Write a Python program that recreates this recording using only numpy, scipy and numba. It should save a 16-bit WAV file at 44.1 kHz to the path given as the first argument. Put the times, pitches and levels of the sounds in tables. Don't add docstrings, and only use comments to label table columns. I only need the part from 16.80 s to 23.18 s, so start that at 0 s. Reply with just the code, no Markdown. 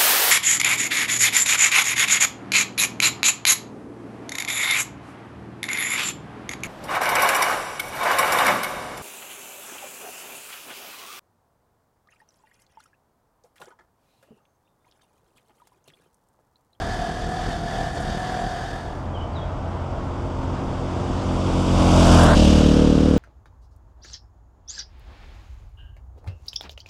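import sys
import numpy as np
from scipy import signal
from scipy.fft import rfft, irfft
from scipy.io import wavfile
from scipy.ndimage import uniform_filter1d, map_coordinates
from numba import njit

SR = 44100
rng = np.random.default_rng(int(sys.argv[2]) if len(sys.argv) > 2 else 0)


def waveform_to_disk(signal):
    frames = np.transpose(np.atleast_2d(signal))
    scaled = np.clip(frames, -1, 1) * 32767
    samples = np.round(scaled).astype(np.int16)
    wavfile.write(sys.argv[1], SR, samples)


def field_ratio(decibels):
    return 10 ** (np.asarray(decibels, dtype=float) / 20)


N = 281358
TIME = np.arange(N) / SR


def curve(table):
    s, *columns = np.transpose(table)
    return [np.interp(TIME, s, c) for c in columns]


def ramp(start_s, end_s):
    return np.clip((TIME - start_s) / (end_s - start_s), 0, 1)


def unit(x):
    return x / np.sqrt(np.mean(x ** 2))


def noise(colour, source=None):
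    hz, db = np.transpose(colour)
    bins_hz = np.arange(1, N // 2 + 2) * SR / N
    gain = field_ratio(np.interp(np.log(bins_hz), np.log(hz), db, left=-90, right=-90))
    white = rng.standard_normal(N) if source is None else source
    return unit(irfft(rfft(white) * gain, N))


def walk(rate_hz):
    hold = int(SR / rate_hz)
    steps = np.repeat(rng.standard_normal(N // hold + 1), hold)
    return uniform_filter1d(uniform_filter1d(steps, hold), hold)[:N]


@njit
def svf(x, hz, width_hz):
    y, band, low = np.empty(len(x)), 0., 0.
    for i in range(len(x)):
        g, k = np.tan(np.pi * hz[i] / SR), width_hz / hz[i]
        v = (band + g * (x[i] - low)) / (1 + g * (g + k))
        band, low, y[i] = 2 * v - band, low + 2 * g * v, k * v
    return y


def resonance(x, hz, width_hz):
    return svf(x, np.full(len(x), 1. * hz), 1. * width_hz)


def highpass(x, hz):
    return signal.sosfilt(signal.butter(2, hz, "high", fs=SR, output="sos"), x)


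def distance_db(abreast_s):
    speed_m_s, kerb_m = 29.95, 6.43
    return -20 * np.log10(np.hypot(speed_m_s * (TIME - abreast_s), kerb_m) / kerb_m)


def layer_db(layers, near_db):
    return [10 * np.log10(field_ratio(db + pace * near_db) ** 2 + field_ratio(wash_db) ** 2) for db, pace, wash_db in layers]


def bumps_db(rows):
    return sum(db * np.exp(-((TIME - s) / length_s) ** 2) for s, db, length_s in rows)


def bird():
    # (time [s], length [s], from [Hz], to [Hz], level [dB])
    notes_sung = [
        (2.338, 0.048, 3310, 2880, -46),
        (2.398, 0.048, 2870, 3180, -47.5),
        (2.44, .06, 3170, 3150, -61),
        (2.528, .012, 4850, 4350, -55),
        (2.552, 0.033, 4080, 3460, -47),
        (2.578, .03, 3500, 3210, -52),
        (2.609, 0.028, 3340, 3265, -47),
        (2.63, .035, 3360, 3420, -57),
    ]
    out = np.zeros(N)
    for s, length_s, from_hz, to_hz, db in notes_sung:
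        along = ramp(s, s + length_s)
        swell = np.abs(np.sin(np.pi * along)) ** 0.67 * (along < 1)
        phase = 2 * np.pi * np.cumsum(from_hz + (to_hz - from_hz) * along) / SR
        out += np.sqrt(2) * field_ratio(db) * swell * np.sin(phase)
    tail = rng.standard_normal(SR // 6) * np.exp(-TIME[:SR // 6] / 0.063)
    return out + field_ratio(-33) * signal.fftconvolve(out, tail)[:N]


def ticks():
    # (time [s], peak level [dB], centre [Hz])
    strikes = [(5.1971, -32, 8660), (5.2294, -33, 8680), (5.2515, -30, 8600), (5.2764, -33, 8550),
               (5.3218, -26, 9450), (5.3457, -24, 8970), (5.3931, -24, 9830), (5.433, -22, 8550),
               (5.441, -25, 9570), (5.4644, -28, 8620), (5.5039, -38, 9670), (5.5154, -34, 9180),
               (5.5394, -35, 9140), (5.5844, -35, 8910), (5.6431, -34, 9430)]
    out, t = np.zeros(N), TIME[:300]
    for s, db, hz in strikes:
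        grain = rng.standard_normal(300) * t * np.exp(-t / 0.0014)
        burst = resonance(resonance(grain, hz, 4000), hz, 4000)
        start = int(s * SR)
        out[start:start + 300] += field_ratio(db) * burst / np.abs(burst).max()
    return out


def clatter(turns, repeat, life):
    pattern = rng.standard_normal((300, 1024))
    age, place = turns / life % 299, (turns % 1 * 1024).astype(int)
    row, blend = age.astype(int), np.pi / 2 * (age % 1)
    same = np.cos(blend) * pattern[row, place] + np.sin(blend) * pattern[row + 1, place]
    return np.sqrt(repeat) * same + np.sqrt(1 - repeat) * rng.standard_normal(N)


def pipe_wave(orders, second, gap, lean, bass_lag, size=2048):
    k, db = np.transpose(orders)
    lines = np.arange(size // 2 + 1)
    roll_db = db[-1] - 40 * np.log2(np.maximum(lines / k[-1], 1))
    line_db = np.where(lines > k[-1], roll_db, np.interp(lines, k, db))
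    log_gain = np.log(field_ratio(line_db) + 1e-6)
    cepstrum = irfft(log_gain)
    cepstrum[1:size // 2] *= 2
    cepstrum[size // 4:] = 0
    pair = np.angle(1 + second * np.exp(-2j * np.pi * lines * gap))
    pair = pair - 2 * np.pi * lines * bass_lag * (lines < 3)
    phase = rfft(cepstrum).imag + pair + lean
    return unit(-irfft(np.exp(log_gain + 1j * phase) * (lines > 0)))


def engine(revs, levels, pipes, turn_s, roar, hiss, second, lean, jitter, scatter_db, gate, start, repeat,
           flicker_db, bass_lag=0):
    # (frequency [Hz], level [dB per Hz])
    rumble = [(15, -21), (30, 3), (80, 4.5), (160, -3.5), (300, -7), (450, -25.5)]
    exhaust_db, rumble_db, roar_db, hiss_db = levels
    even = np.cumsum(curve(revs)[0]) / SR
    even = even - even[int(revs[0][0] * SR)] + start
    turns = even + jitter * walk(30)
    strength = np.interp(turns, np.arange(400) + 0.75, field_ratio(scatter_db * rng.standard_normal(400)))

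    waves = np.array([pipe_wave(p, second, gap=.6, lean=lean, bass_lag=bass_lag) for p in pipes])
    voice = np.interp(TIME, turn_s, range(len(pipes)))
    exhaust = map_coordinates(waves, [voice, turns % 1 * 2048], order=1, mode="grid-wrap")

    puff = unit(np.exp(gate * strength * np.cos(2 * np.pi * (turns - .15))))
    rattle = puff * clatter(even, repeat, life=6.034)
    low = field_ratio(exhaust_db) * strength * exhaust + field_ratio(rumble_db + 1.13 * walk(10)) * noise(rumble)
    mid = field_ratio(roar_db + 0.38 * walk(12)) * noise(roar, rattle)
    high = field_ratio(hiss_db + 0.067 * walk(5)) * noise(hiss, rattle)
    high = high + (field_ratio(flicker_db * walk(35)) - 1) * highpass(high, 7000)
    return low, mid, high, rattle


def on_frame():
    # (time [s], cycle rate [Hz])
    revs = [
        (0, 40.11),
        (1.1, 40.9),
        (1.8, 41.06),
    ]
    # (closest level [dB], loss [dB per dB of distance], far wash [dB])
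    layers = [
        (-34, -0.1, -70),
        (-32, 0.23, -70),
        (-34, 0.87, -70),
        (-42.5, 0.4, -72),
    ]
    # (time [s], level [dB], length [s])
    jolts = [(.1, 1.4, 0.13), (0.228, 1, .04), (.34, -2, .06), (0.463, -3.5, 0.047), (.7, 2.5, .07),
             (0.82, -4.5, 0.067), (1.004, 3, 0.13), (1.123, -5, 0.048), (1.173, 6, 0.0087),
             (1.29, 1, 0.056), (1.55, 2, 0.11), (1.8, 2.5, 0.083), (1.95, 3, 0.064)]
    # (multiple of cycle rate, level [dB])
    pipes = [
        [(1, 1.5), (2, -9.5), (3, -6.5), (4, -0.5), (5, -4), (6, -5.5), (7, -8), (8, -6.5), (9, -7), (10, -8.5),
         (11, -9), (12, -6.5), (13, -21), (14, -25)],
        [(1, 1.5), (2, -11), (3, -3), (4, 0), (5, -3.5), (6, -10), (7, -7), (8, -7.5), (9, -7.5), (10, -14),
         (11, -17), (12, -7.5), (13, -32), (14, -11)],
    ]
    # (frequency [Hz], level [dB per Hz])
    roar = [(180, -47), (300, -30), (365, -7.5), (598, -9.5), (716, 0), (753, 0.5), (820, -8.5),
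            (1370, -11.5), (1690, -9), (2300, -46), (2990, -61), (5060, -120)]
    hiss = [(1180, -31.5), (2000, -3.5), (2160, -6.5), (2690, -7.5), (3080, 0), (3490, 0.5), (3730, 0.5),
            (4060, -11), (4270, -3), (4770, -0.5), (5190, -6), (6140, -7.5), (8910, -15), (11100, -24.5),
            (15000, -60)]
    # (centre [Hz], width [Hz], level [dB])
    fairing = [(696, 64, 4), (1730, 150, -3)]
    # (multiple of cycle rate, level [dB])
    tones = [(16, -6), (17, -1.5), (18, 0.5), (19, -6.5), (41, -13.5), (42, -17), (43, -10)]
    levels = layer_db(layers, bumps_db(jolts))
    low, mid, high, rattle = engine(
        revs, levels, pipes, [.6, 1.1], roar, hiss, second=0.74, lean=0.69, jitter=0.017,
        scatter_db=3.0, gate=0.13, start=.3, repeat=0.23, flicker_db=4.0)
    ring = sum(field_ratio(db) * unit(resonance(rattle, hz, width_hz)) for hz, width_hz, db in fairing)
    turns = np.cumsum(curve(revs)[0]) / SR + 0.0044 * walk(7.95)
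    lines = sum(field_ratio(db + 2.24 * walk(14.32)) * np.sin(2 * np.pi * (k * turns + rng.random()))
                for k, db in tones)
    body = field_ratio(levels[2]) * (field_ratio(-12) * ring + field_ratio(-1.5) * lines)
    return low + field_ratio(-1) * mid + high + body


def nearing():
    # (time [s], cycle rate [Hz])
    revs = [
        (2.2, 43.6),
        (3.3, 43.79),
        (3.83, 44.33),
        (4.43, 44.91),
        (4.91, 44.88),
        (5.17, 43.68),
        (5.35, 42.7),
        (5.55, 39.52),
    ]
    # (closest level [dB], loss [dB per dB of distance], far wash [dB])
    layers = [
        (-10.5, 1.115, -34),
        (-22.5, 0.77, -31.5),
        (-18, 1.07, -34.5),
        (-24.5, 1.518, -60.5),
    ]
    # (multiple of cycle rate, level [dB])
    pipes = [
        [(1, -3.5), (2, 4), (3, -3.5), (4, -16), (5, -15), (6, -11.5), (7, -14), (8, -18), (9, -33), (10, -30),
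         (11, -16), (12, -22)],
        [(1, -8.5), (2, -0.5), (3, -3.5), (4, -9.5), (5, -13), (6, -5), (7, -16), (8, -9.5), (9, -35),
         (10, -18.5), (11, -13), (12, -20)],
        [(1, -2), (2, 1.5), (3, -2.5), (4, -1), (5, -3), (6, -3.5), (7, -6), (8, -8), (9, -26.5), (10, -14),
         (11, -13), (12, -14)],
    ]
    # (frequency [Hz], level [dB per Hz])
    roar = [(180, -48), (300, -6), (393, -9), (530, -8.5), (602, -4), (825, -8.5), (962, -8.5),
            (1530, -15.5), (1950, -23), (2600, -35), (3380, -41), (5720, -120)]
    hiss = [(1120, -33), (1900, -44), (2160, -9), (2930, -2), (3480, -2), (4030, -3.5), (4960, -5.5),
            (6780, -10.5), (7720, -10.5), (9920, -21), (11600, -29), (13500, -36), (15000, -48)]
    # (centre [Hz], width [Hz], level [dB], how far the flank must face the verge [power])
    tank = [(646, 130, -4.5, 0.0017), (934, 47, -5, 2.2)]
    # (time [s], level [dB], length [s])
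    swells = [
        (4.66, 0.5, 0.052),
        (5.02, 1.5, .04),
        (5.2, 1, 0.051),
        (5.3, -2.5, 0.099),
        (5.42, 0.5, 0.056),
    ]
    near_db = distance_db(abreast_s=5.344)
    swing = ramp(5.1, 5.555)
    low, mid, high, _ = engine(
        revs, layer_db(layers, near_db), pipes, [2.6, 3.6, 5.0], roar, hiss, second=1.0, lean=0.72,
        jitter=0.019, scatter_db=1.0, gate=0.057, start=.3, repeat=0.16, flicker_db=1.6)
    clear = np.clip(1.43 + near_db / 12.5, 0.32, 1)
    high = high * field_ratio(-3.5 * swing ** 7.4)
    mid = mid + sum(field_ratio(db) * swing ** facing * resonance(mid, hz, width_hz)
                    for hz, width_hz, db, facing in tank)
    swell_db = bumps_db(swells)
    mid, high = mid * field_ratio(swell_db), high * field_ratio(0.23 * swell_db)
    road = mid + 1.3 * swing * resonance(mid, 1500, 560) + high
    upper_hz, lower_hz = 4150 + 2300 * swing ** 8.0, 1700 + 900 * swing ** 2.2
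    depth = np.clip(.45 + .15 * clear + .35 * swing + .15 * walk(25), 0, .85)
    road = road - depth * svf(road, upper_hz, 700.) - (depth - .4 * swing) * svf(road, lower_hz, 800.)
    return low + road - highpass(road, 6000) * (1 - clear)


def leaving():
    # (time [s], cycle rate [Hz])
    revs = [
        (5.56, 38.06),
        (5.848, 37.63),
        (6.156, 37.83),
        (6.38, 38.08),
    ]
    # (closest level [dB], loss [dB per dB of distance], far wash [dB])
    layers = [
        (-11, 0.32, -60),
        (-24, 0.36, -64),
        (-23, 0.61, -60),
        (-27, 1.09, -53),
    ]
    # (multiple of cycle rate, level [dB])
    pipes = [
        [(1, -0.5), (2, 2), (3, -15), (4, -7), (5, -1), (6, -1), (7, -6.5), (8, -4), (9, -12), (10, -15),
         (11, -18), (12, -17), (13, -15), (14, -24), (15, -29), (16, -15)],
        [(1, -2), (2, 0.5), (3, -17), (4, 0), (5, 2.5), (6, -1), (7, 3), (8, 1), (9, -8), (10, -5.5),
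         (11, -13.5), (12, -5.5), (13, -3), (14, -28), (15, -14.5), (16, -19.5)],
    ]
    # (frequency [Hz], level [dB per Hz])
    roar = [(210, -58), (350, -38.5), (420, -11.5), (495, -5.5), (523, -7.5), (570, -5.5), (711, -13.5),
            (1920, -32), (2300, -38), (2990, -52), (5060, -120)]
    hiss = [(1120, -32), (1900, -33), (2220, -11), (2900, 0.5), (3860, -4), (4250, -9), (4590, -4),
            (5700, -7), (8490, -15), (9840, -23.5), (12400, -32.5), (15000, -41)]
    low, mid, high, _ = engine(
        revs, layer_db(layers, distance_db(abreast_s=5.565)), pipes, [5.65, 5.95], roar, hiss, second=.25,
        lean=1.15, jitter=.003, scatter_db=.8, gate=.2, start=.63, repeat=.15, flicker_db=1.2, bass_lag=.55)
    echo = field_ratio(1.5) * ramp(5.65, 5.76) * resonance(mid, 1450, 420)
    return low + mid + high + echo


def scene():
    cut_s, cut_length_s, carry_over = 5.545, .01, .08
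    cut = ramp(cut_s, cut_s + cut_length_s)
    frame = np.cos(np.pi / 2 * ramp(1.36, 2.36)) ** 1.17
    verge = np.sin(np.pi / 2 * ramp(1.69, 2.57)) * (1 - (1 - carry_over) * cut)
    bike = frame * on_frame() + verge * nearing() + cut * leaving()
    return (bird() + ticks() + bike)[None]


def top_cut(x):
    return signal.sosfilt(signal.butter(12, 15180, fs=SR, output="sos"), x)


def record(dry):
    # (frequency [Hz], level [dB per Hz])
    circuit_hiss = [(5000, -12), (9000, -5), (13000, 1), (15200, -8)]
    whine = field_ratio(-93 + 3 * walk(20)) * np.sin(2 * np.pi * 11190 * TIME)
    circuit = field_ratio(-85) * noise(circuit_hiss) + whine
    mix = np.tanh(1.135 * (dry + circuit)) / 1.147
    return top_cut(mix)


dry = scene()
out = record(dry)
waveform_to_disk(out)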